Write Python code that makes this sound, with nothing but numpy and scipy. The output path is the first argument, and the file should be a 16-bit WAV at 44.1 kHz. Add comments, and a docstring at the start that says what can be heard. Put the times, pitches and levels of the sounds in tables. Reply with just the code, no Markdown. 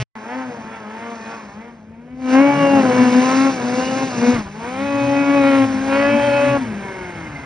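"""A snow hill among wooded slopes, heard from one stereo microphone in light wind.
A two-stroke snowmobile blips its throttle far off, climbs, flips through the air, lands and rides past
close by. Firings sound the tuned pipe, gas rasps with them, and the rubber track whirs at its own speed
and throws snow. A split second of another sled, close up, and a short silence come first."""
import sys
import numpy as np
from scipy import signal
from scipy.fft import rfft, irfft, next_fast_len
from scipy.io import wavfile
from scipy.ndimage import uniform_filter1d

SR = 44100
rng = np.random.default_rng(int(sys.argv[2]) if len(sys.argv) > 2 else 0)


def file_out(sig):
    """Save sig as 16-bit WAV at sys.argv[1]."""
    # one column per channel
    cols = np.atleast_2d(sig).T
    # limit, then scale
    lim = np.clip(cols, -1, 1)
    pcm = np.round(lim * 32767).astype(np.int16)
    wavfile.write(sys.argv[1], SR, pcm)


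N = 328913
T = np.arange(N) / SR
START_S = .154  # the distant sled comes in
FADING_DB, JITTER_TURNS = 2.6, .007  # random fading of each overtone; unevenness of the firings

# The pipe blares as it comes into tune and just before the throttle is cut.
# Each row: centre and half width in seconds, extra bark in dB, extra gas noise in dB.
SURGES = [(.36, 0.069, 3, -2), (1.34, 0.045, 2, 1), (2.36, 0.042, 1.5, -1.5), (2.785, 0.031, 5, 0),
          (5.99, 0.087, 1.5, -2.5), (6.562, 0.03, 6, -1.5)]

def engine(clean_rasp_db=-5, rough_rasp_db=3):
    """Pipe, intake and exhaust; returns their sound, the running count of firings and the bark's level."""
    hz = revs()
    drone_db, octave_db, bark_db, snarl_db = (loudness(voice, hz) for voice in VOICES)
    detuned = collapse()
    octave_db = octave_db - 16 * detuned
    bark_db = bark_db - 5.5 * detuned
    rasp_db = clean_rasp_db + roughness(hz, throttle()[0]) * (rough_rasp_db - clean_rasp_db)
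    rasp_db = rasp_db + np.dot((-5.5, -1.5, -3, 0), sides()) + 7 * detuned
    flutter = .11 + .17 * roughness(hz, 1)  # steadier at high revs, even with the throttle shut
    turns = np.cumsum(hz * (1 + .002796 * walk(35))) / SR
    turns = turns + .017 * flutter * per_firing(turns)  # each firing comes a little early or late
    throb_db = np.dot((1.2, 2.2, .54, .89), sides()) * walk(22)  # deepest while the sled tumbles
    burble_db = 1.9 * airborne() * walk(34)  # in the air the bark and octave waver at random
    surge_db, surge_rasp_db = bumps(SURGES)
    sled = drone(turns, drone_db + throb_db, octave_db + burble_db, flutter) + intake(turns)
    sled = sled + exhaust(turns, hz, bark_db + surge_db + burble_db, snarl_db, rasp_db + surge_rasp_db)
    return sled, turns, bark_db

# Throttle blips, far off and in mid-air. Each row: times of opening, top speed and shutting in seconds,
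# top firing rate in Hz, push in dB.
BLIPS = [(0.21, 0.358, 0.42, 261.2, -2), (.635, 0.71, 0.77, 225.7, -3), (0.849, 1.039, 1.125, 233.1, -2),
         (1.18, 1.334, 1.35, 228, -1.5), (1.508, 1.663, 1.69, 239.3, -2), (1.829, 2.131, 2.24, 253.2, 0),
         (3.628, 3.95, 4.07, 265.1, -3.5)]
# Long pulls: uphill, through the flip, into the landing, round the turn, past the microphone.
# Each row: times of opening and shutting in seconds, push in dB.
PULLS = [(2.098, 2.811, -0.5), (2.801, 3.503, -0.5), (4.13, 4.374, -0.5), (4.55, 5.651, 1.7),
         (5.835, 6.574, 2.5)]
SNAP_S = .007  # a long pull ends this abruptly

def throttle(open_s=.12, ease_s=.017):
    """How far the throttle is open (0-1), and its push in dB; blips ease off, long pulls snap shut."""
    opening, push_db = 0, 0
    blips = [(opens, shuts, db, ease_s) for opens, _, shuts, _, db in BLIPS]
    pulls = [(*pull, SNAP_S) for pull in PULLS]
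    for opens, shuts, db, closing_s in blips + pulls:
        gate = np.clip((T - opens) / open_s, 0, 1) * np.clip(1 - (T - shuts) / closing_s, 0, 1)
        opening, push_db = opening + gate, push_db + db * gate
    return np.minimum(opening, 1), push_db

# Up the hill and into the flip. Each row: time in seconds, firing rate in Hz.
CLIMB = [(2.23, 259.5), (2.33, 259.1), (2.422, 279), (2.515, 284.3), (2.78, 274.7), (2.89, 249.3),
         (2.99, 251.6), (3.14, 249), (3.42, 268.2), (3.49, 271.1)]
# From the landing to coasting past the microphone. Each row: time in seconds, firing rate in Hz.
RIDE_BACK = [(4.12, 248.4), (4.189, 236.8), (4.341, 248.6), (4.4, 214.2), (4.459, 195.2), (4.53, 206.2),
             (4.72, 256.3), (4.85, 280.5), (5.35, 281.3), (5.62, 269.4), (5.79, 265.5), (6.12, 286.5),
             (6.56, 282.8), (6.67, 235.7), (6.72, 207.9), (6.751, 203.1), (7.11, 176), (7.409, 135.4),
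             (7.45, 135.7)]

def revs(start_hz=222, fall_hz_per_s=205):
    """Firing rate in Hz: it sinks ahead of each blip, winds up again, and follows the long pulls."""
    points = [(START_S, start_hz), *map(tuple, CLIMB), *map(tuple, RIDE_BACK)]
    for opens, reached, shuts, top_hz, _ in BLIPS:
        last_s, last_hz = max(p for p in points if p[0] < opens)
        low_hz = last_hz - fall_hz_per_s * (opens - last_s)
        points += [(opens, low_hz), (reached, top_hz), (shuts, top_hz)]
    return uniform_filter1d(curves(sorted(points))[0], size=1300)  # the flywheel rounds the corners

def roughness(hz, opening, off_pipe_hz=221, on_pipe_hz=283):
    """0 with the throttle open and the pipe in tune, 1 with it shut or at low revs; rougher in the air."""
    in_tune = np.clip((hz - off_pipe_hz) / (on_pipe_hz - off_pipe_hz), 0, 1)
    return np.minimum(1 - opening * in_tune + .1 * airborne(), 1)

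def airborne(from_s=2.82, to_s=4.7):
    """1 from take-off until just after the landing, while the engine spins without load."""
    return uniform_filter1d(((T > from_s) & (T < to_s)) * 1., size=2200)

def collapse(recovery_s=.33):
    """0-1: when the last pull is cut, the pipe drops out of tune at once and recovers slowly."""
    age = np.maximum(T - PULLS[-1][1], 0)
    return np.minimum(age / SNAP_S, 1) * np.exp(-age / recovery_s)

# The pipe's low tones swell and fade apart from the rest.
# Each row: centre and half width in seconds, gain of the drone in dB, gain of its octave in dB.
SWELLS = [(.37, 0.12, 0.5, 2), (.52, 0.058, 4.5, 11), (2.421, 0.071, 4, 2), (2.55, 0.037, -8, -7.5),
          (2.66, 0.047, -2.5, 3.5), (3.151, 0.035, 6, 2), (3.4, 0.14, 2.5, -8), (3.57, 0.053, -9, -0.5),
          (4.09, 0.062, -10, -12.5), (4.26, 0.099, 7, 4.5), (4.41, 0.041, 2, -15),
          (4.661, 0.19, -7.5, -6.5), (5.26, 0.073, 1, -6.5), (5.74, 0.18, 3.5, -5.5),
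          (6.38, 0.16, -7.5, 1.5), (6.61, 0.048, 11, -4), (6.71, .035, 5, -1), (6.98, .2, -5, 5.5)]

def drone(turns, drone_db, octave_db, flutter):
    """The tuned pipe's two lowest tones; uneven firings make them flutter."""
    swell_db, octave_swell_db = bumps(SWELLS)
    low = undb(drone_db + swell_db) * np.cos(2 * np.pi * turns) * (1 + flutter * walk(70))
    octave = undb(octave_db + octave_swell_db) * np.sin(4 * np.pi * turns)
    return np.sqrt(2) * (low + octave * (1 + .82 * flutter * walk(70)))

# Exhaust gas noise. Each row: frequency in Hz, relative level in dB.
RASP = [(40, -50.5), (85, -38), (130, -22), (220, 6.5), (330, -0.5), (450, 0), (700, 0.5), (1000, 1.5),
        (1250, -3.5), (1600, 0.5), (2000, -4.5), (2250, -3.5), (2750, -16.5), (3080, -15), (4500, -23.5)]

def exhaust(turns, hz, bark_db, snarl_db, rasp_db):
    """Overtones and rasping gas leave the pipe as a low body, a bark in the middle and a snarl on top."""
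    pipe = overtones(turns, hz) + undb(rasp_db) * gas(turns, RASP, depth=.076, flicker_db=1.27)
    snarl = highpass(pipe, 1900, order=6)
    body = pipe - highpass(pipe, 600, order=4)
    bark = pipe - snarl - body
    body = undb(2) * body / np.sqrt(1 + undb(2 * rasp_db))
    return undb(bark_db - 1) * (steady(bark) + body) + undb(snarl_db - 1.5) * steady(snarl)

# The exhaust from the microphone's spot: far off, side-on in the jump, coming downhill, passing close.
# Each row: frequency in Hz, relative level in dB.
BARK_FAR = [(600, -6), (790, -4.5), (920, -2), (1120, -8), (1300, -8.5), (1580, -11.5), (2000, -9.5),
            (2250, -11.5), (2500, -14.5), (2850, -25), (3400, -23), (4500, -68)]
BARK_JUMP = [(600, -1), (800, 3.5), (1080, -1), (1380, -8.5), (1700, -8.5), (1980, -10.5), (2260, -5),
             (2530, -16.5), (2790, -9), (3100, -21.5), (3400, -37), (4500, -39), (6000, -42)]
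BARK_RETURN = [(600, -1), (830, 5), (1120, 3.5), (1400, -0.5), (1680, -5.5), (1960, -5.5), (2250, -8),
               (2530, -11), (2800, -19.5), (3100, -16.5), (3400, -25.5), (3700, -19.5), (5400, -40.5)]
BARK_PASS = [(600, -1), (850, 9.5), (1140, 1), (1420, 4), (1710, 2), (2000, -5.5), (2280, -2.5),
             (2560, -4.5), (2850, -8.5), (3140, -10.5), (3400, -24), (4280, -21.5), (5700, -32)]
# Single overtones stand out or sink as the sled turns.
# Each row: start and end in seconds, multiple of the firing rate, gain in dB.
RINGS = [(1.26, 1.42, 3, -4), (1.28, 1.4, 11, 7), (2.38, 2.55, 9, 5), (2.3, 2.56, 10, -4),
         (2.58, 2.82, 10, 7), (2.34, 2.6, 8, 4), (2.64, 2.86, 8, -7), (2.95, 3.52, 4, 4),
         (3.28, 3.52, 3, -4), (3.28, 3.52, 5, 7), (3.28, 3.52, 6, 3), (3.28, 3.52, 11, -6),
         (3.28, 3.52, 9, -3), (3.77, 4.0, 11, 7), (4.18, 4.33, 10, 6), (4.2, 4.38, 9, 5),
         (4.56, 4.71, 4, 6), (4.85, 5.15, 9, 9), (4.86, 5.16, 7, 3), (5.17, 5.43, 8, 9), (5.15, 5.47, 9, 7),
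         (5.8, 6.02, 11, -6), (6.03, 6.45, 9, 6), (6.1, 6.35, 11, 3), (6.5, 6.62, 4, 7)]

def overtones(turns, hz, flicker_db=1.47):
    """Tones of the exhaust pulses; unequal cylinders add half orders, snow reflections make each fade."""
    shares, spectra = sides(), (BARK_FAR, BARK_JUMP, BARK_RETURN, BARK_PASS)
    imbalance_db = np.dot((-7.5, -16, -11.5, -11.5), shares)
    turns = turns + JITTER_TURNS * walk(90)  # uneven running smears the highest tones most
    tones = 0
    for order in np.r_[2.5:12:.5, 12:21]:
        db = sum(share * at(spectrum, order * hz) for share, spectrum in zip(shares, spectra))
        ring_db = sum(gain * during(start, end) for start, end, k, gain in RINGS if k == order)
        db = db + (order % 1 > 0) * imbalance_db + ring_db + FADING_DB * walk(16)
        tones = tones + undb(db) * np.cos(2 * np.pi * (order * turns + rng.random()))
    return steady(tones) * undb(flicker_db * per_firing(turns))

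# The airbox's growl. Each row: frequency in Hz, relative level in dB.
GROWL = [(40, -43.5), (88, -32), (124, -0.5), (150, -2.5), (200, 0.5), (350, -5.5), (600, -7.5),
         (2000, -49)]
# Its strength along the ride. Each row: time in seconds, level in dB.
LOAD = [(.15, -54), (.42, -56), (.5, -35.5), (.62, -44), (1.9, -49), (2.25, -45), (2.5, -35.5), (2.85, -22),
        (3.1, -31.5), (4.25, -29.5), (4.55, -52), (5.2, -35), (6.45, -42), (6.7, -31.5), (6.85, -36.5),
        (7.45, -47.5)]

def intake(turns):
    """The airbox gulps once every two firings and growls under load."""
    return gas(turns / 2, GROWL, depth=1, flicker_db=.5) * undb(curves(LOAD)[0])

# How the sled faces the microphone.
# Each row: time in seconds, side (0 far off, 1 side-on in the jump, 2 coming downhill, 3 passing close).
FACING = [(1.8, 0), (2.3, 1), (4.4, 1), (4.7, 2), (5.6, 2), (5.95, 3)]

def sides():
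    """Shares of the four sides the sled shows; they blend settings listed as far, jump, return, pass."""
    facing = curves(FACING)[0]
    return np.array([np.maximum(1 - abs(facing - k), 0) for k in range(4)])

# Distance from the microphone and the lie of the land. Each row: time in seconds, gain in dB.
NEARNESS = [(.15, -9.5), (1.4, -11), (2.3, 4.5), (2.5, 3.9), (3.4, 3), (4.3, 0.7), (4.5, -4), (5.5, 7),
            (6.1, 0.17), (7.45, 1)]
# Drone, octave, bark and snarl. Each row, in dB: base level far off, in the jump, returning and passing,
# then the change with the throttle shut, behind the hill, and per octave of revs.
VOICES = {"drone": (-19.5, -19.5, -24, -25, -4, -16, 14),
          "octave": (-25.5, -23, -26, -21.5, -9.5, -27.5, 10),
          "bark": (-19.5, -24, -30, -26.5, -5.5, -28.5, 6),
          "snarl": (-28, -31.5, -34.5, -29.5, -8.5, -27, 7)}

def loudness(voice, hz):
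    """Level of one engine voice in dB, from distance, side shown, throttle, hill and revs."""
    *side_db, shut_db, hidden_db, per_octave_db = VOICES[voice]
    opening, push_db = throttle()
    behind_hill = np.interp(T, (1.416, 1.96, 2.16, 2.347), (0, 1, 1, 0))
    effort_db = push_db + shut_db * (1 - opening) + per_octave_db * np.log2(hz / 270)
    return curves(NEARNESS)[0] + np.dot(side_db, sides()) + hidden_db * behind_hill + effort_db

# The rubber track along the ride. Each row: time in seconds, lug rate in Hz, level in dB.
TRACK = [(.15, 238, -45.5), (1.4, 205, -47.5), (2.3, 139.1, -49), (2.55, 139.3, -25), (2.66, 171, -27.5),
         (2.8, 216.4, -26.5), (3, 236.4, -25), (3.3, 245.3, -42), (3.9, 230.5, -32.5), (4.35, 213.7, -42),
         (4.52, 146.5, -38), (5, 244.2, -24.5), (5.35, 275.3, -30.5), (5.8, 205.4, -28.5), (6.48, 262, -21),
         (6.75, 205.4, -31.5), (7, 184.3, -38.5), (7.45, 142.2, -43)]
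# Its whir. Each row: multiple of the lug rate, relative level in dB.
TRACK_TONES = [(.5, -3), (1, -1), (1.5, -39), (2, -19.5), (3, -21), (4, -18)]

def track(wobble=.0057, rattle_db=3.5):
    """Lugs beat over the drive wheels; every other one is staggered, which adds half orders."""
    hz, db = curves(TRACK)
    turns = np.cumsum(hz * (1 + wobble * walk(40))) / SR
    whir = fading_tones(turns, TRACK_TONES, rattle_db, rate=25)
    return highpass(whir, 108, order=6) * undb(db)  # the tunnel is too small to radiate deep tones

# Hiss of track and spraying snow. Each row: frequency in Hz, relative level in dB.
HISS = [(1500, -11), (2700, 9.5), (3100, -11), (3500, 3), (3800, 3.5), (4200, 3.5), (5200, 5), (6200, 6.5),
        (8500, -8.5), (10000, -5.5)]
# Its rise and fall at the microphone. Each row: time in seconds, relative level in dB.
HISS_LEVEL = [(0.16, -64), (0.32, -58), (0.85, -63.5), (1.31, -55), (1.94, -80), (2.13, -78), (2.33, -42),
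              (2.41, -50), (3.39, -39.5), (3.61, -47), (3.79, -42), (4.14, -45), (4.3, -40), (4.48, -58.5),
              (5.05, -50), (6.53, -50.5), (6.66, -59.5), (7.45, -60)]

def snow_spray(turns, gain_db):
    """The track throws snow in a hiss that pulses lightly with the firings."""
    return undb(curves(HISS_LEVEL)[0] + gain_db) * gas(turns, HISS, depth=.12, flicker_db=1.26)

# Touchdown: tail, skis, then settling. Each row: start in seconds, crunch level in dB,
# crunch decay in seconds, thump frequency in Hz, thump level in dB.
LANDING = [(4.332, -20, 0.04, 115, -16.5), (4.378, -31, 0.02, 150, -23), (4.455, -42, 0.027, 85, -27)]
# The crunch of soft snow. Each row: frequency in Hz, relative level in dB.
CRUNCH = [(25, -4), (50, -4), (130, -4.5), (300, 1), (800, -22), (2000, -13), (6000, -35.5)]

def landing(attack_s=.011, thump_decay_s=.013):
    """The sled crunches into soft snow; each blow also thumps the chassis."""
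    crunch, thumps = 0, 0
    for start, snow_db, decay_s, hz, thump_db in LANDING:
        age = np.maximum(T - start, 0)
        attack = np.minimum(age / attack_s, 1)
        crunch += undb(snow_db) * attack * np.exp(-age / decay_s)
        thumps += undb(thump_db) * attack * np.exp(-age / thump_decay_s) * np.sin(2 * np.pi * hz * age)
    return crunch * colour(rng.standard_normal(N), CRUNCH) + np.sqrt(2) * thumps

# The drive belt, close by. Each row: multiple of the firing rate, relative level in dB.
BELT_TONES = [(3, -10), (5, 0), (7, -8), (8, -7), (9, -8), (11, -5), (12, -7)]

def drive_whine(turns, coast_s=6.64, swell_s=.22, chain_hz=2220, fall_hz_per_s=180):
    """As the sled coasts, the chain case whirs in a narrow band and the belt briefly sings; both sink."""
    coasted = np.maximum(T - coast_s, 0)
    rattle = walk(80) + 1j * walk(80)
    chain_turns = np.cumsum(chain_hz - fall_hz_per_s * coasted) / SR
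    chain = unit(np.real(rattle * np.exp(2j * np.pi * chain_turns))) * np.minimum(coasted / swell_s, 1)
    slipping = turns + JITTER_TURNS * walk(90)
    belt = fading_tones(slipping, BELT_TONES, FADING_DB, rate=15) * during(6.79, 7.12)
    return undb(-42) * chain + undb(-35 - 6 * coasted) * belt

def close_sled(firing_hz=214, boom_hz=125, end_s=.027):
    """An instant of another sled at the microphone: each firing cracks and puffs gas, over a low boom."""
    phase = (T - .0015) * firing_hz % 1
    pulses = unit(np.diff(phase, prepend=phase[0]))
    puffs = unit(rng.standard_normal(N) * np.exp(-phase))
    spectrum = [(200, 3), (600, 6), (1200, 1), (2000, 5), (3000, 2), (3800, -9), (5500, -3.5),
                (8500, -15)]
    cracks = colour(pulses + undb(-5) * puffs, spectrum)
    boom = np.sqrt(2) * np.sin(2 * np.pi * boom_hz * T)
    return (undb(-27) * cracks + undb(-22) * boom) * np.exp(-np.maximum(T - end_s, 0) / .0023)

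# Echoes off the wooded slope. Each row: delay in seconds, level against the direct sound in dB.
ECHOES = [(.019, -10), (.043, -12), (.09, -17)]

def slope_echoes(sled):
    """While the sled is far off, echoes overlap its gliding tones and make them beat."""
    far = sides()[0]
    echoes = sum(undb(db) * np.interp(T - delay, T, sled, left=0) for delay, db in ECHOES)
    power = sum(undb(db) ** 2 for _, db in ECHOES)
    return (sled + far * echoes) / np.sqrt(1 + far ** 2 * power)

# Engine noise off the surrounding slopes. Each row: frequency in Hz, relative level in dB.
SCATTER = [(40, -43.5), (200, -18), (700, 2), (1500, -4), (2300, 1.5), (3100, 4.5), (5000, -50.5)]

def slope_scatter(turns, bark_db):
    """The slopes scatter hiss and engine noise from all sides; opposite signs in left and right."""
    hiss = snow_spray(turns, gain_db=-7)
    wash = undb(bark_db - 16) * colour(rng.standard_normal(N), SCATTER)
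    return (hiss + wash) * np.array([[1], [-1]])

# Air on the microphone. Each row: frequency in Hz, relative level in dB.
WIND = [(20, -14), (40, -3.5), (70, 9), (110, 9.5), (200, -4), (500, -58)]
# It rises as the microphone swings round. Each row: time in seconds, level in dB.
GUSTS = [(.15, -62), (1.4, -54), (3.5, -49.5), (4.3, -49), (5.5, -46), (7.45, -40.5)]

def wind():
    """Light air rumbles on the microphone."""
    return colour(rng.standard_normal(N), WIND) * undb(curves(GUSTS)[0] + 2 * walk(14))

def gas(turns, spectrum, depth, flicker_db):
    """Turbulent noise that puffs once a turn."""
    puff = 1 + depth * np.cos(2 * np.pi * turns)
    return colour(rng.standard_normal(N) * puff * undb(flicker_db * per_firing(turns)), spectrum)

def fading_tones(turns, tones, fading_db, rate):
    """Tones from rows of (multiple, dB), each fading at random; rms 1."""
    return unit(sum(undb(db + fading_db * walk(rate)) * np.sin(2 * np.pi * (k * turns + rng.random()))
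                    for k, db in tones))

def walk(rate):
    """Smooth chance with spread near 1 that changes rate times a second."""
    steps = rng.standard_normal(8000)
    joined = np.interp(T * rate, np.arange(len(steps)), steps)
    return 1.41 * uniform_filter1d(joined, max(1, int(SR / rate / 2)))

def per_firing(turns):
    """A fresh random value for each firing, joined smoothly."""
    values = rng.standard_normal(4000)
    return 1.12 * np.interp(turns, np.arange(len(values)), values)

def curves(table):
    """Each column of a table, joined by straight lines in time."""
    times, *columns = np.transpose(table)
    return [np.interp(T, times, column) for column in columns]

def bumps(table):
    """Bell-shaped rises and dips: one curve for each dB column."""
    return sum(np.outer(db, np.exp(-((T - centre) / width) ** 2)) for centre, width, *db in table)

def during(start, end, fade_s=.09):
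    """1 between two times, with soft edges."""
    return np.clip(np.minimum(T - start, end - T) / fade_s + .5, 0, 1)

def at(points, hz):
    """Read (Hz, value) points on a log-frequency axis."""
    f, value = np.transpose(points)
    return np.interp(np.log(hz + 1), np.log(f + 1), value)

def colour(x, points):
    """Filter a sound through (Hz, dB) points; rms 1."""
    size = next_fast_len(N)
    gain = undb(at(points, np.arange(size // 2 + 1) * SR / size))
    return unit(irfft(rfft(x, size) * gain, size)[:N])

def highpass(x, hz, order):
    """Keep what lies above hz, without delay."""
    return signal.sosfiltfilt(signal.butter(order, hz, "high", fs=SR, output="sos"), x)

def steady(x, hold_s=.17):
    """Hold a sound at rms 1 from moment to moment."""
    return x / np.sqrt(uniform_filter1d(x ** 2, int(hold_s * SR)) + 1e-12)

def unit(x):
    """Scale to rms 1."""
    return x / np.sqrt(np.mean(x ** 2))

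def undb(db):
    """Decibels to gain."""
    return 10 ** (np.asarray(db) / 20)

def scene():
    """The close sled, a gap, then the whole ride, as they reach the microphone."""
    sled, turns, bark_db = engine()
    ride = slope_echoes(sled) + snow_spray(turns, gain_db=9) + slope_scatter(turns, bark_db)
    ride = ride + track() + drive_whine(turns) + landing() + wind()
    return ride * (T > START_S) + close_sled()

# Shading between the microphone's two ports. Each row: frequency in Hz, left minus right in dB.
PORT_LEVEL = [(60, 3.5), (110, 1), (190, 2), (330, 5), (590, 3.5), (1050, 0.5), (1860, -2.0), (3300, -4.5),
              (5850, -1), (10400, -2)]
# Delay between them. Each row: frequency in Hz, lead of the left port in radians.
PORT_PHASE = [(100, 0), (500, -.3), (1100, -.8), (1550, -.2), (2000, -1.1), (3500, .4), (5300, .4),
              (7000, 3), (10000, 4.7)]

def record(dry, top_hz=9700):
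    """The camera body shades and delays each microphone port differently; the top is cut."""
    size = next_fast_len(N + 4096)
    hz = np.arange(size // 2 + 1) * SR / size
    side = np.array([[1], [-1]]) / 2
    ports = undb(side * at(PORT_LEVEL, hz)) * np.exp(1j * (side - 1 / 2) * at(PORT_PHASE, hz))
    heard = irfft(rfft(dry, size) * ports, size)[:, :N]
    return signal.sosfilt(signal.ellip(8, .2, 70, top_hz, fs=SR, output="sos"), heard)

dry = scene()
out = record(dry)
file_out(out)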